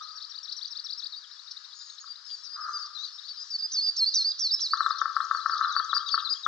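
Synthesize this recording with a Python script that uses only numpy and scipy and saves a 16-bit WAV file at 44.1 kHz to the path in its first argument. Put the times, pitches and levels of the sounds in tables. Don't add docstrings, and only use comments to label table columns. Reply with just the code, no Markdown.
import sys
import numpy as np
from scipy import signal
from scipy.io import wavfile
from scipy.ndimage import uniform_filter1d

SR = 44100
rng = np.random.default_rng(int(sys.argv[2]) if len(sys.argv) > 2 else 0)


def unload_audio(sound):
    columns = np.transpose(np.atleast_2d(sound))
    steps = np.round(np.clip(columns, -1, 1) * 32767)
    wavfile.write(sys.argv[1], SR, steps.astype(np.int16))


N = 285327

# (frequency [Hz], relative density [dB])
BLUR_COLOUR = [(12, -73), (20, -28), (79, -32.5), (195, -50.5), (406, -60.5), (697, -58), (935, -18.5),
               (1250, -10.5), (1720, -11), (2050, -23.5), (2550, -30), (3680, -16.5), (4700, -6.5),
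               (5860, -13.5), (6960, -23.5), (9050, -38), (15300, -120)]
# (time [s], relative level [dB])
CHORUS_SWELL = [(0, -47.5), (1.1, -48.5), (1.4, -47.5), (2.2, -49), (3.3, -46), (3.9, -45), (4.6, -45.5),
                (4.9, -47), (5.4, -44.5), (5.8, -44.5), (6.47, -48)]
# (frequency [Hz], lean [dB])
BLUR_LEAN = [(60, -5), (700, -0.5), (1300, 4.5), (2500, 20.5), (4500, 22), (6500, 4.5), (8500, 3)]

# (time [s], length [s], pitch [Hz], level [dB], lower voice [dB], upper voice [dB], roughness [0-1])
WHEEZE_CALLS = [(1.737, 0.22, 6800, -57.5, -9, -21.5, 0.24), (2.25, 0.2, 6760, -63, 4.5, -15.5, 0.35),
                (2.676, 0.17, 6150, -55, -28, -11.5, 0.43), (2.983, .11, 6080, -55.5, -15, -14.5, 1),
                (3.39, 0.18, 5960, -55.5, -24.5, -9.5, 0.88), (4.658, 0.082, 7600, -67.5, -5.5, -43, 0.6),
                (4.821, 0.079, 7800, -66, -14, -31.5, 0.3), (5.162, 0.093, 7940, -70, -30, -49, 0.73),
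                (5.23, 0.17, 6900, -70, -21, -38, 0.3), (5.323, 0.086, 8100, -73, -38, -14, .6),
                (5.839, 0.091, 7340, -72, -34.5, -31, 0.74), (6.293, 0.15, 6740, -62, 0, -36, 0.88)]
WHEEZE_ARCH = [(0, .92), (.1, .99), (.35, 1), (.9, .95), (1, .92)]
# (time [s], length [s], centre [Hz], level [dB], lean [dB])
SCOLD_CHIPS = [(0.222, 0.016, 4550, -44.5, 6), (0.521, 0.015, 4710, -36.5, 11),
               (0.672, 0.016, 5100, -45.5, -8.5), (1.507, 0.02, 4900, -40.5, 7),
               (2.293, 0.033, 3860, -49, 10), (2.855, 0.021, 4910, -44.5, 8.5),
               (3.279, 0.02, 4610, -41.5, 9.5), (3.859, 0.024, 3780, -52, 6.5),
               (4.591, 0.013, 3935, -43, 13.5), (4.982, 0.013, 4940, -37.5, 16.5),
               (5.577, 0.0095, 5030, -38, 10), (5.629, 0.022, 3300, -53, 10),
               (6.086, 0.011, 3610, -38.5, 13), (6.178, 0.042, 3630, -46.5, 16)]
SCOLD_SPREAD = 0.19

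# (time [s], level [dB])
RISING_CHIPS = [(1.305, -46), (1.3856, -44.5), (1.4704, -44), (1.562, -43.5), (1.641, -42), (1.7224, -42),
                (1.8067, -41.5), (1.889, -43), (1.9748, -43.5), (2.0611, -45.5), (2.1475, -44),
                (2.2584, -48)]
# (time in chip [s], pitch [Hz])
RISING_SLUR = [(0, 3500), (.01, 3813), (0.017, 4300), (0.025, 4860)]
# (time in chip [s], pitch [Hz])
FALLING_SLUR = [(-.004, 7460), (.003, 6000), (.007, 5600), (0.013, 4010)]
FALL_START_S, FALL_GAP_S, FALL_SLOWING_S, FALL_COUNT, FALL_DB = 4.302, .117, .000125, 19, -46.5

# (time [s], level [dB], gap to a second clack [s], 0 = none)
FROG_CLACKS = [(.846, -46, 0), (2.042, -39, .034), (4.595, -46, 0), (4.7353, -10, 0), (4.8066, -10, 0),
               (4.8625, -10, .0454), (5.0162, -10, .0404), (5.1663, -10, .0379), (5.312, -10, .0364),
               (5.4601, -10, .0365), (5.6113, -10.5, .0354), (5.7645, -11, .0339), (5.9311, -12, .0349),
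               (6.1426, -12, .0354), (6.4645, -11, 0)]
# (frequency [Hz], level [dB], half-width [s])
SAC_MODES = [(1248, 0.5, 0.0015), (1574, -8.5, 0.00085), (874, -37, .0015)]
# (time [s], length [s], strongest pitch [Hz], sharpness [Q], start level [dB], end level [dB])
FAR_RATTLES = [(-.05, .06, 1196, 17, -61, -38.5), (2.564, 0.13, 1265, 2.2, -42.5, -36.5),
               (5.511, 0.22, 1268, 2.7, -33, -38)]
SECOND_CLACK_DB = -3.5
THROB_GAP_S, THROB_DB = .00446, -6.5
RATTLE_RISE_S, RATTLE_DROP_DB, RATTLE_DROP_S, RATTLE_FADE_DB_PER_S = .05, -27.5, 0.042, 47.5
GRAINS_PER_S = 1500

# (start in phrase [s], length [s], evenly spaced pitches [Hz], early trim [dB], late trim [dB])
PHRASE_NOTES = [(0, 0.036, (5170, 5750, 5420, 4320, 3570), -4.5, -2.5),
                (0.048, 0.028, (3350, 3790, 4035, 4520, 5040), -5, 1.5),
                (.083, 0.017, (3520, 3880, 4160, 4780, 4800), -2.5, 2.5)]
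# (time [s], level [dB], pitch of the first note [factor])
PHRASE_REPEATS = [(0.022, -43.5, 1.02), (.155, -39.5, 1.01), (0.293, -39, .99), (0.428, -36.5, 1.007),
                  (0.562, -34.5, 1.01), (0.704, -35, .99), (.839, -33.5, 0.98), (.974, -34, 0.98)]
# (time of peak [s], length [s], peak [Hz], floor [Hz], fall [s], early level [dB], late level [dB])
SWOOP_NOTES = [(3.726, 0.08, 6480, 4495, 0.021, -31, -24.5), (3.973, 0.076, 5736, 4250, 0.022, -27, -20.5),
               (4.147, 0.087, 6180, 4286, 0.021, -22, -26.5), (4.4, .082, 5990, 4307, .03, -28, -25),
               (4.612, 0.068, 5920, 3954, 0.032, -27, -30)]
# (time [s], length [s], start [Hz], held pitch [Hz], level [dB])
LIFT_NOTES = [(3.619, 0.048, 4350, 5030, -29.5), (3.806, .056, 4230, 4850, -28.5),
              (4.057, .04, 4050, 4800, -24), (4.243, .056, 4200, 4830, -25),
              (4.507, 0.049, 4250, 5350, -24)]
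# (time [s], length [s], overshoot [Hz], shelf [Hz], level [dB])
SHELF_NOTES = [(5.144, 0.031, 4900, 4590, -43), (5.495, 0.056, 5200, 4540, -35),
               (5.747, 0.053, 4950, 4510, -29), (5.933, 0.053, 5130, 4790, -25.5),
               (6.1, 0.062, 5130, 4555, -26.5), (6.286, 0.057, 5200, 4853, -26)]
# (time [s], length [s], top [Hz], level [dB])
DROOP_NOTES = [(5.703, 0.043, 4060, -38), (5.892, 0.033, 3920, -34), (6.059, 0.041, 3905, -36.5),
               (6.247, 0.035, 4130, -31.5), (6.433, 0.03, 3850, -35.5)]
DROOP_SHAPE = (1, 0.98, 1, .93, .84)
# (time [s], length [s], start [Hz], middle [Hz], end [Hz], level [dB], lean [dB])
SINGLE_SLURS = [(0.008, 0.051, 3410, 4020, 4250, -46.5, 12), (0.152, 0.044, 4940, 4600, 4200, -45.5, 10),
                (.99, 0.036, 5740, 6170, 6100, -59, -1), (2, 0.024, 6910, 6580, 6800, -48, -4.5),
                (3.689, 0.024, 3330, 3790, 4300, -58.5, 9), (4.07, 0.035, 4300, 4230, 4200, -42, -18),
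                (4.205, 0.016, 3960, 3810, 3800, -40.5, 8.5), (6.219, .02, 5120, 4940, 4900, -42, 8.5),
                (6.018, 0.022, 3680, 3730, 3780, -48, 18), (0.097, 0.039, 4510, 4700, 4920, -50.5, 9),
                (1.12, 0.036, 4730, 3780, 4060, -38.5, 12), (1.157, 0.037, 4110, 4710, 4420, -40.5, 9),
                (1.209, 0.046, 4270, 3900, 2970, -49, 11.5), (1.79, 0.055, 5210, 4860, 4900, -46.5, 9),
                (2.055, .049, 4900, 4840, 4750, -46.5, 10.5), (2.1, 0.026, 4780, 4650, 4700, -37.5, 13),
                (2.245, 0.082, 5530, 5030, 4740, -43.5, 20), (2.31, 0.047, 4720, 4770, 4430, -36.5, 7.5),
                (2.429, 0.059, 5510, 4940, 4400, -42, 18.5), (2.442, 0.036, 6230, 5720, 5430, -48, 14),
                (2.488, 0.044, 5340, 4770, 4960, -43, 10.5), (2.528, 0.04, 5020, 4920, 4970, -38, 3),
                (2.604, 0.054, 5490, 5010, 4640, -40, 15.5), (2.73, 0.05, 5000, 4830, 4390, -33.5, 5),
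                (2.785, 0.054, 5370, 4880, 4580, -39.5, 20), (2.827, 0.038, 4430, 4760, 4800, -40.5, 4),
                (2.948, 0.034, 3930, 4135, 3480, -37.5, 21.5), (2.981, 0.065, 3640, 3910, 4010, -37.5, 19),
                (3.032, 0.023, 4400, 4290, 3610, -35, 17.5), (3.04, 0.028, 5020, 4800, 4780, -40, 11.5),
                (3.074, 0.023, 4530, 4400, 4480, -42.5, 2), (3.122, 0.05, 5140, 5310, 5320, -47, 7),
                (3.182, 0.019, 3480, 3830, 3600, -40.5, 19), (3.232, 0.048, 3620, 4300, 4670, -44.5, 15),
                (3.288, 0.039, 4670, 4596, 4560, -38.5, 7.5), (3.367, .073, 5000, 4900, 5100, -39, 7.5),
                (3.5, 0.047, 5540, 4786, 4460, -35.5, 5), (3.539, .028, 4440, 4510, 4500, -29, 0.5),
                (3.584, 0.032, 5200, 4900, 4800, -34, -6.5), (3.86, 0.044, 4900, 4615, 4750, -24, -4.5),
                (3.859, 0.04, 5110, 5360, 5150, -41.5, 5.5), (4.03, 0.049, 5360, 5130, 5070, -49, 10),
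                (4.12, .012, 5170, 4980, 4760, -36, 11), (4.124, .029, 4500, 3980, 3640, -37.5, 8),
                (4.2, 0.036, 5150, 5280, 5080, -39.5, -5), (4.298, 0.024, 4884, 4850, 5000, -30.5, -6),
                (4.31, .016, 4280, 4010, 3700, -37.5, 10), (4.38, 0.032, 5540, 5330, 5230, -41.5, -8.5),
                (4.44, 0.04, 5840, 5500, 5000, -39, -9.5), (4.481, 0.031, 4250, 3980, 3644, -36, 12.5),
                (4.557, 0.1, 5350, 5030, 5110, -42.5, -15.5), (4.565, .06, 3920, 4000, 4080, -42, 5),
                (4.654, 0.014, 5500, 5140, 5060, -38, -8.5), (4.704, 0.041, 4050, 4670, 4520, -29.5, -3.5),
                (4.716, 0.053, 4110, 4120, 4170, -42.5, 19), (4.737, 0.021, 5350, 4960, 4680, -38.5, 20),
                (4.77, 0.038, 3500, 4270, 4440, -38, 11.5), (4.799, 0.041, 4000, 4080, 3470, -38, 12),
                (4.842, 0.029, 3860, 4170, 3350, -36, 11.5), (4.902, .029, 3470, 4170, 4650, -35, 11),
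                (4.901, 0.018, 5260, 5000, 4860, -40, 17), (4.954, .023, 4090, 4200, 4270, -40, 18),
                (4.973, 0.033, 3790, 3720, 3000, -47.5, 15), (4.988, 0.039, 4070, 3800, 3560, -44.5, 13),
                (5.205, 0.025, 3130, 3980, 4240, -42, 14), (5.335, .053, 4320, 4485, 4030, -40, 12.5),
                (5.399, 0.038, 3200, 4120, 3840, -43, 11.5), (5.567, 0.024, 4010, 3920, 3700, -42.5, 14),
                (5.578, .021, 4350, 5140, 4770, -48.5, 22), (5.622, 0.039, 3554, 4160, 3390, -36, 12),
                (5.676, 0.035, 5680, 4470, 4400, -39.5, 28), (5.94, 0.048, 5440, 5410, 4890, -41, 16),
                (6.064, 0.039, 5120, 4580, 4530, -36, 10), (6.112, 0.048, 5540, 5060, 5430, -38, 15),
                (6.184, 0.025, 3670, 3950, 3380, -35, 10.5), (6.242, .021, 4840, 4450, 4700, -37, 15)]
FLICK_S, FLICK_HZ, FLICK_DB, FALL_CURVE, END_DROP_HZ, END_DROP_S = .009, 3990, -7.5, 1.7, 350, .008
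GRACE_S, GRACE_HZ, GRACE_DB = 0.014, (5200, 6190, 6540), -36
LIFT_S, LIFT_SWELL_DB, SLUR_SWELL_DB = 0.013, 1.5, 2.5
JUMP_S, SETTLE_S, DROP_S, BASE_HZ, JUMP_DB = .017, 0.0096, 0.0064, 3350, -6
DIP = 0.023
MURMUR_S, MURMUR_HZ, MURMUR_DB, MURMUR_LEAN_DB = .03, (3030, 3360, 3260), -17.5, 18
WAVER, WAVER_HZ = .015, 112.7

PORT_LAG_S, TAPS, EDGE_HZ = 2.8e-5, 15, 9450


def amp(db):
    return 10 ** (np.asarray(db) / 20)


def evened(x):
    return x / np.sqrt(np.mean(x ** 2) + 1e-20)


def read(points, x):
    return np.interp(x, *np.transpose(points))


def add(mix, s, sound, lean_db):
    part = mix[:, max(round(s * SR), 0):][:, :len(sound)]
    sides = amp([[lean_db / 2], [-lean_db / 2]]) / np.sqrt(np.cosh(lean_db * np.log(10) / 20))
    part += sides * sound[:part.shape[1]]


def wobble(count, hz):
    knots = rng.standard_normal(64)
    return np.interp(np.arange(count) * hz / SR % 63, np.arange(64), knots)


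def whistle(hz, flutter_db, taper):
    tone = np.sqrt(2) * np.sin(2 * np.pi * np.cumsum(hz) / SR)
    flutter = amp(flutter_db * wobble(len(hz), 160))
    return tone * flutter * signal.windows.tukey(len(hz), np.clip(taper, 0, 1))


def blur():
    frames, hz = N // 128 + 5, np.fft.rfftfreq(512, 1 / SR)
    a, b, c, d, patches = rng.standard_normal((frames, 257, 5)).T
    patches = uniform_filter1d(patches, size=5, axis=0)
    patches = evened(uniform_filter1d(patches, size=14, axis=1))
    f, db = np.transpose(BLUR_COLOUR)
    shape = np.interp(np.log(hz + 1), np.log(f + 1), db)[:, None]
    swell = read(CHORUS_SWELL, np.arange(frames) * 128 / SR)
    follows = read([(2000, 0.059), (3200, 0.99), (6300, 1.0), (7500, 0.11)], hz)[:, None]
    lean = read(BLUR_LEAN, hz)[:, None]
    shared, private = a + 1j * b, c + 1j * d
    left = shared * amp(lean / 2)
    right = (0.17 * shared + 1.53 * private) * amp(-lean / 2)
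    steady = np.array([left, right]) * amp(shape + 2.0 * patches)
    scale = np.sqrt(np.mean(signal.istft(steady, nperseg=512, noverlap=384)[1] ** 2))
    level_db = follows * (swell - swell.min()) + swell.min() - 2.0
    swelling = steady * amp(level_db) / scale
    return signal.istft(swelling, nperseg=512, noverlap=384)[1][:, :N]


def far_singers():
    out = np.zeros((2, N))
    for s, pitch, slope, length, size, side in rng.random((900, 6)):
        u = np.linspace(-.5, .5, round((0.026 + 0.069 * length) * SR))
        hz = (3500 + 2100 * pitch) * (1 + 0.52 * (slope - .6) * u)
        db = read(CHORUS_SWELL, s * N / SR) - 9 - 12 * size
        add(out, s * N / SR, amp(db) * whistle(hz, 2.5, .8), 14 * side + 1.5)
    return out


def woods(x, t60, start_s):
    t = np.arange(SR) / SR
    signs = rng.choice([-1., 1.], (2, SR))
    sparse = rng.random((2, SR)) < .1
    taps = signs * sparse * amp(-60 * t / t60) * (t > start_s)
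    taps[1] = 0.8 * taps[0] + 0.6 * taps[1]
    taps = taps / np.linalg.norm(taps, axis=1)[:, None]
    return signal.fftconvolve(x, taps, axes=1)[:, :N]


def wheezer():
    out = np.zeros((2, N))
    for s, length, hz, db, low_db, high_db, rough in WHEEZE_CALLS:
        u = np.linspace(0, 1, round(length * SR))
        chop = 1 + .5 * np.sin(2 * np.pi * 76 * length * u)
        upper = 1.2 if hz < 6500 else 1.24
        for ratio, voice_db in ((.84, low_db), (1, 0), (upper, high_db)):
            jitter = 1 + .04 * rough * wobble(len(u), 450)
            pitch = ratio * hz * read(WHEEZE_ARCH, u) * jitter
            add(out, s, amp(db + voice_db) * chop * whistle(pitch, 2.2, 0.077), 5)
    return out


def scolder():
    out = np.zeros((2, N))
    for s, length, hz, db, lean_db in SCOLD_CHIPS:
        for side in (-1, 1):
            shake = .6 * np.tanh(wobble(round(length * SR), 1400))
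            pitch = hz + SCOLD_SPREAD * hz * (side / 2 + shake)
            add(out, s, amp(db) * whistle(pitch, 1.1, 0.54), lean_db)
    return out


def trillers():
    out, k = np.zeros((2, N)), np.arange(FALL_COUNT)
    fall_times = FALL_START_S + FALL_GAP_S * k + FALL_SLOWING_S * k ** 2
    fallers = [(s, FALL_DB) for s in fall_times]
    for chips, slur, lean_db in ((RISING_CHIPS, RISING_SLUR, 16), (fallers, FALLING_SLUR, 2.5)):
        t = np.arange(slur[0][0], slur[-1][0], 1 / SR)
        for s, db in chips:
            add(out, s + t[0], amp(db) * whistle(read(slur, t), 3.5, 1.0), lean_db)
    return out


def sac_throb():
    t = np.arange(SR // 20) / SR - .005
    return sum(amp(db) * np.exp(-.5 * (t / width) ** 2) * np.cos(2 * np.pi * hz * t)
               for hz, db, width in SAC_MODES)


def near_frog(throb):
    clack = throb + amp(THROB_DB) * np.roll(throb, round(THROB_GAP_S * SR))
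    clack /= abs(clack).max()
    near = np.zeros((2, N))
    for s, db, gap in FROG_CLACKS:
        add(near, s - .0037, amp(db) * clack, 9.5)
        add(near, s + gap - .0037, (gap > 0) * amp(db + SECOND_CLACK_DB) * clack, 9.5)
    return near


def far_frogs(throb):
    now, far = np.arange(N) / SR, 0
    swarm = rng.standard_normal((2, N)) * (rng.random(N) < GRAINS_PER_S / SR)
    swarm = np.array([swarm[0], 1.2 * swarm[0] + 1.2 * swarm[1]])
    swarm = swarm * amp([[3.5], [-6]]) / np.sqrt(GRAINS_PER_S / SR)
    for s, length, hz, sharp, start_db, end_db in FAR_RATTLES:
        end = s + length
        shape = [(s - RATTLE_RISE_S, start_db - 41.5), (s, start_db), (end, end_db),
                 (end + RATTLE_DROP_S, end_db + RATTLE_DROP_DB)]
        level = amp(read(shape, now) - RATTLE_FADE_DB_PER_S * np.maximum(now - end, 0))
        voiced = signal.lfilter(*signal.iirpeak(hz, sharp, fs=SR), throb) + amp(-9) * throb
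        voiced = voiced[None] / np.linalg.norm(voiced)
        far = far + signal.oaconvolve(swarm * level, voiced, axes=1)[:, :N]
    return far


def frogs():
    throb = sac_throb()
    near, far = near_frog(throb), far_frogs(throb)
    return near + far + amp(-5.0) * woods(near, 0.64, 0.0055) + amp(-2.0) * woods(far, 0.95, 0.027)


def sing(mix, s, length, hz, db, lean_db):
    u = np.linspace(0, 1, round(length * SR))
    pitch = uniform_filter1d(np.interp(u, np.linspace(0, 1, len(hz)), hz), size=90, mode="nearest")
    pitch = pitch * (1 + WAVER * uniform_filter1d(wobble(len(u), WAVER_HZ), size=90))
    level = amp(np.interp(u, np.linspace(.25, .75, len(db)), db))
    add(mix, s, level * whistle(pitch, 0.21, 0.23), lean_db)


def phrases(out):
    for s, db, factor in PHRASE_REPEATS:
        for after, length, hz, early_db, late_db in PHRASE_NOTES:
            pitches = np.array(hz) * (1 if after else factor)
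            sing(out, s + after, length, pitches, (db + early_db, db + late_db), 12.6)


def swoops(out):
    for s, length, peak_hz, floor_hz, fall_s, early_db, late_db in SWOOP_NOTES:
        t = np.arange(0, length, 1 / SR)
        fall = (peak_hz - floor_hz) * np.exp(-(t / fall_s) ** FALL_CURVE)
        hz = floor_hz + fall - END_DROP_HZ * np.exp((t - length) / END_DROP_S)
        sing(out, s - FLICK_S, FLICK_S + 0.0022, (FLICK_HZ, peak_hz), (early_db + FLICK_DB, early_db), -6)
        sing(out, s, length, hz, (early_db, late_db), -1.5)
        sing(out, s - GRACE_S - .002, GRACE_S, GRACE_HZ, (GRACE_DB - 13, GRACE_DB), 1.5)


def lifts(out):
    for s, length, start_hz, held_hz, db in LIFT_NOTES:
        hz = held_hz - (held_hz - start_hz) * np.exp(-np.arange(0, length, 1 / SR) / LIFT_S)
        sing(out, s, length, hz, (db - LIFT_SWELL_DB / 2, db + LIFT_SWELL_DB / 2), -4)


def shelves(out):
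    for s, length, over_hz, shelf_hz, db in SHELF_NOTES:
        t = np.arange(0, length, 1 / SR)
        curve = [(0, BASE_HZ), (JUMP_S, over_hz), (JUMP_S + SETTLE_S, shelf_hz * (1 - DIP)),
                 (length - DROP_S, shelf_hz * (1 + DIP)), (length, BASE_HZ)]
        sing(out, s, length, read(curve, t), (db + JUMP_DB, db, db, db, db + 2.0), 10)
        murmur_db = db + MURMUR_DB
        sing(out, s + length + 0.0038, MURMUR_S, MURMUR_HZ, (murmur_db - 8.5, murmur_db), MURMUR_LEAN_DB)


def droops(out):
    for s, length, hz, db in DROOP_NOTES:
        sing(out, s, length, hz * np.array(DROOP_SHAPE), (db, db + 0.5), 21)


def slurs(out):
    for s, length, start_hz, mid_hz, end_hz, db, lean_db in SINGLE_SLURS:
        u = np.linspace(-1, 1, 17)
        hz = mid_hz + (end_hz - start_hz) / 2 * u + ((start_hz + end_hz) / 2 - mid_hz) * u ** 2
        sing(out, s, length, hz, (db - SLUR_SWELL_DB / 2, db + SLUR_SWELL_DB / 2), lean_db)


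def songbirds():
    out = np.zeros((2, N))
    for voice in (phrases, swoops, lifts, shelves, droops, slurs):
        voice(out)
    return out


def scene():
    birds = songbirds() + trillers() + wheezer() + scolder()
    far = far_singers()
    wet = birds + amp(-16.5) * birds[::-1]
    near_birds = birds + amp(-10.0) * woods(wet, 0.35, 0.0027)
    far_birds = far + amp(-14.5) * woods(far, 0.97, 0.0011)
    return near_birds + far_birds + frogs() + blur()


def record(dry):
    late = np.sinc(np.arange(-TAPS, TAPS + 1) - PORT_LAG_S * SR) * np.hanning(2 * TAPS + 1)
    ports = np.array([dry[0], np.convolve(dry[1], late, "same")])
    band = signal.firwin(511, EDGE_HZ, window=("kaiser", 9), fs=SR)
    return signal.oaconvolve(ports, band[None], "same")


dry = scene()
out = record(dry)
unload_audio(out)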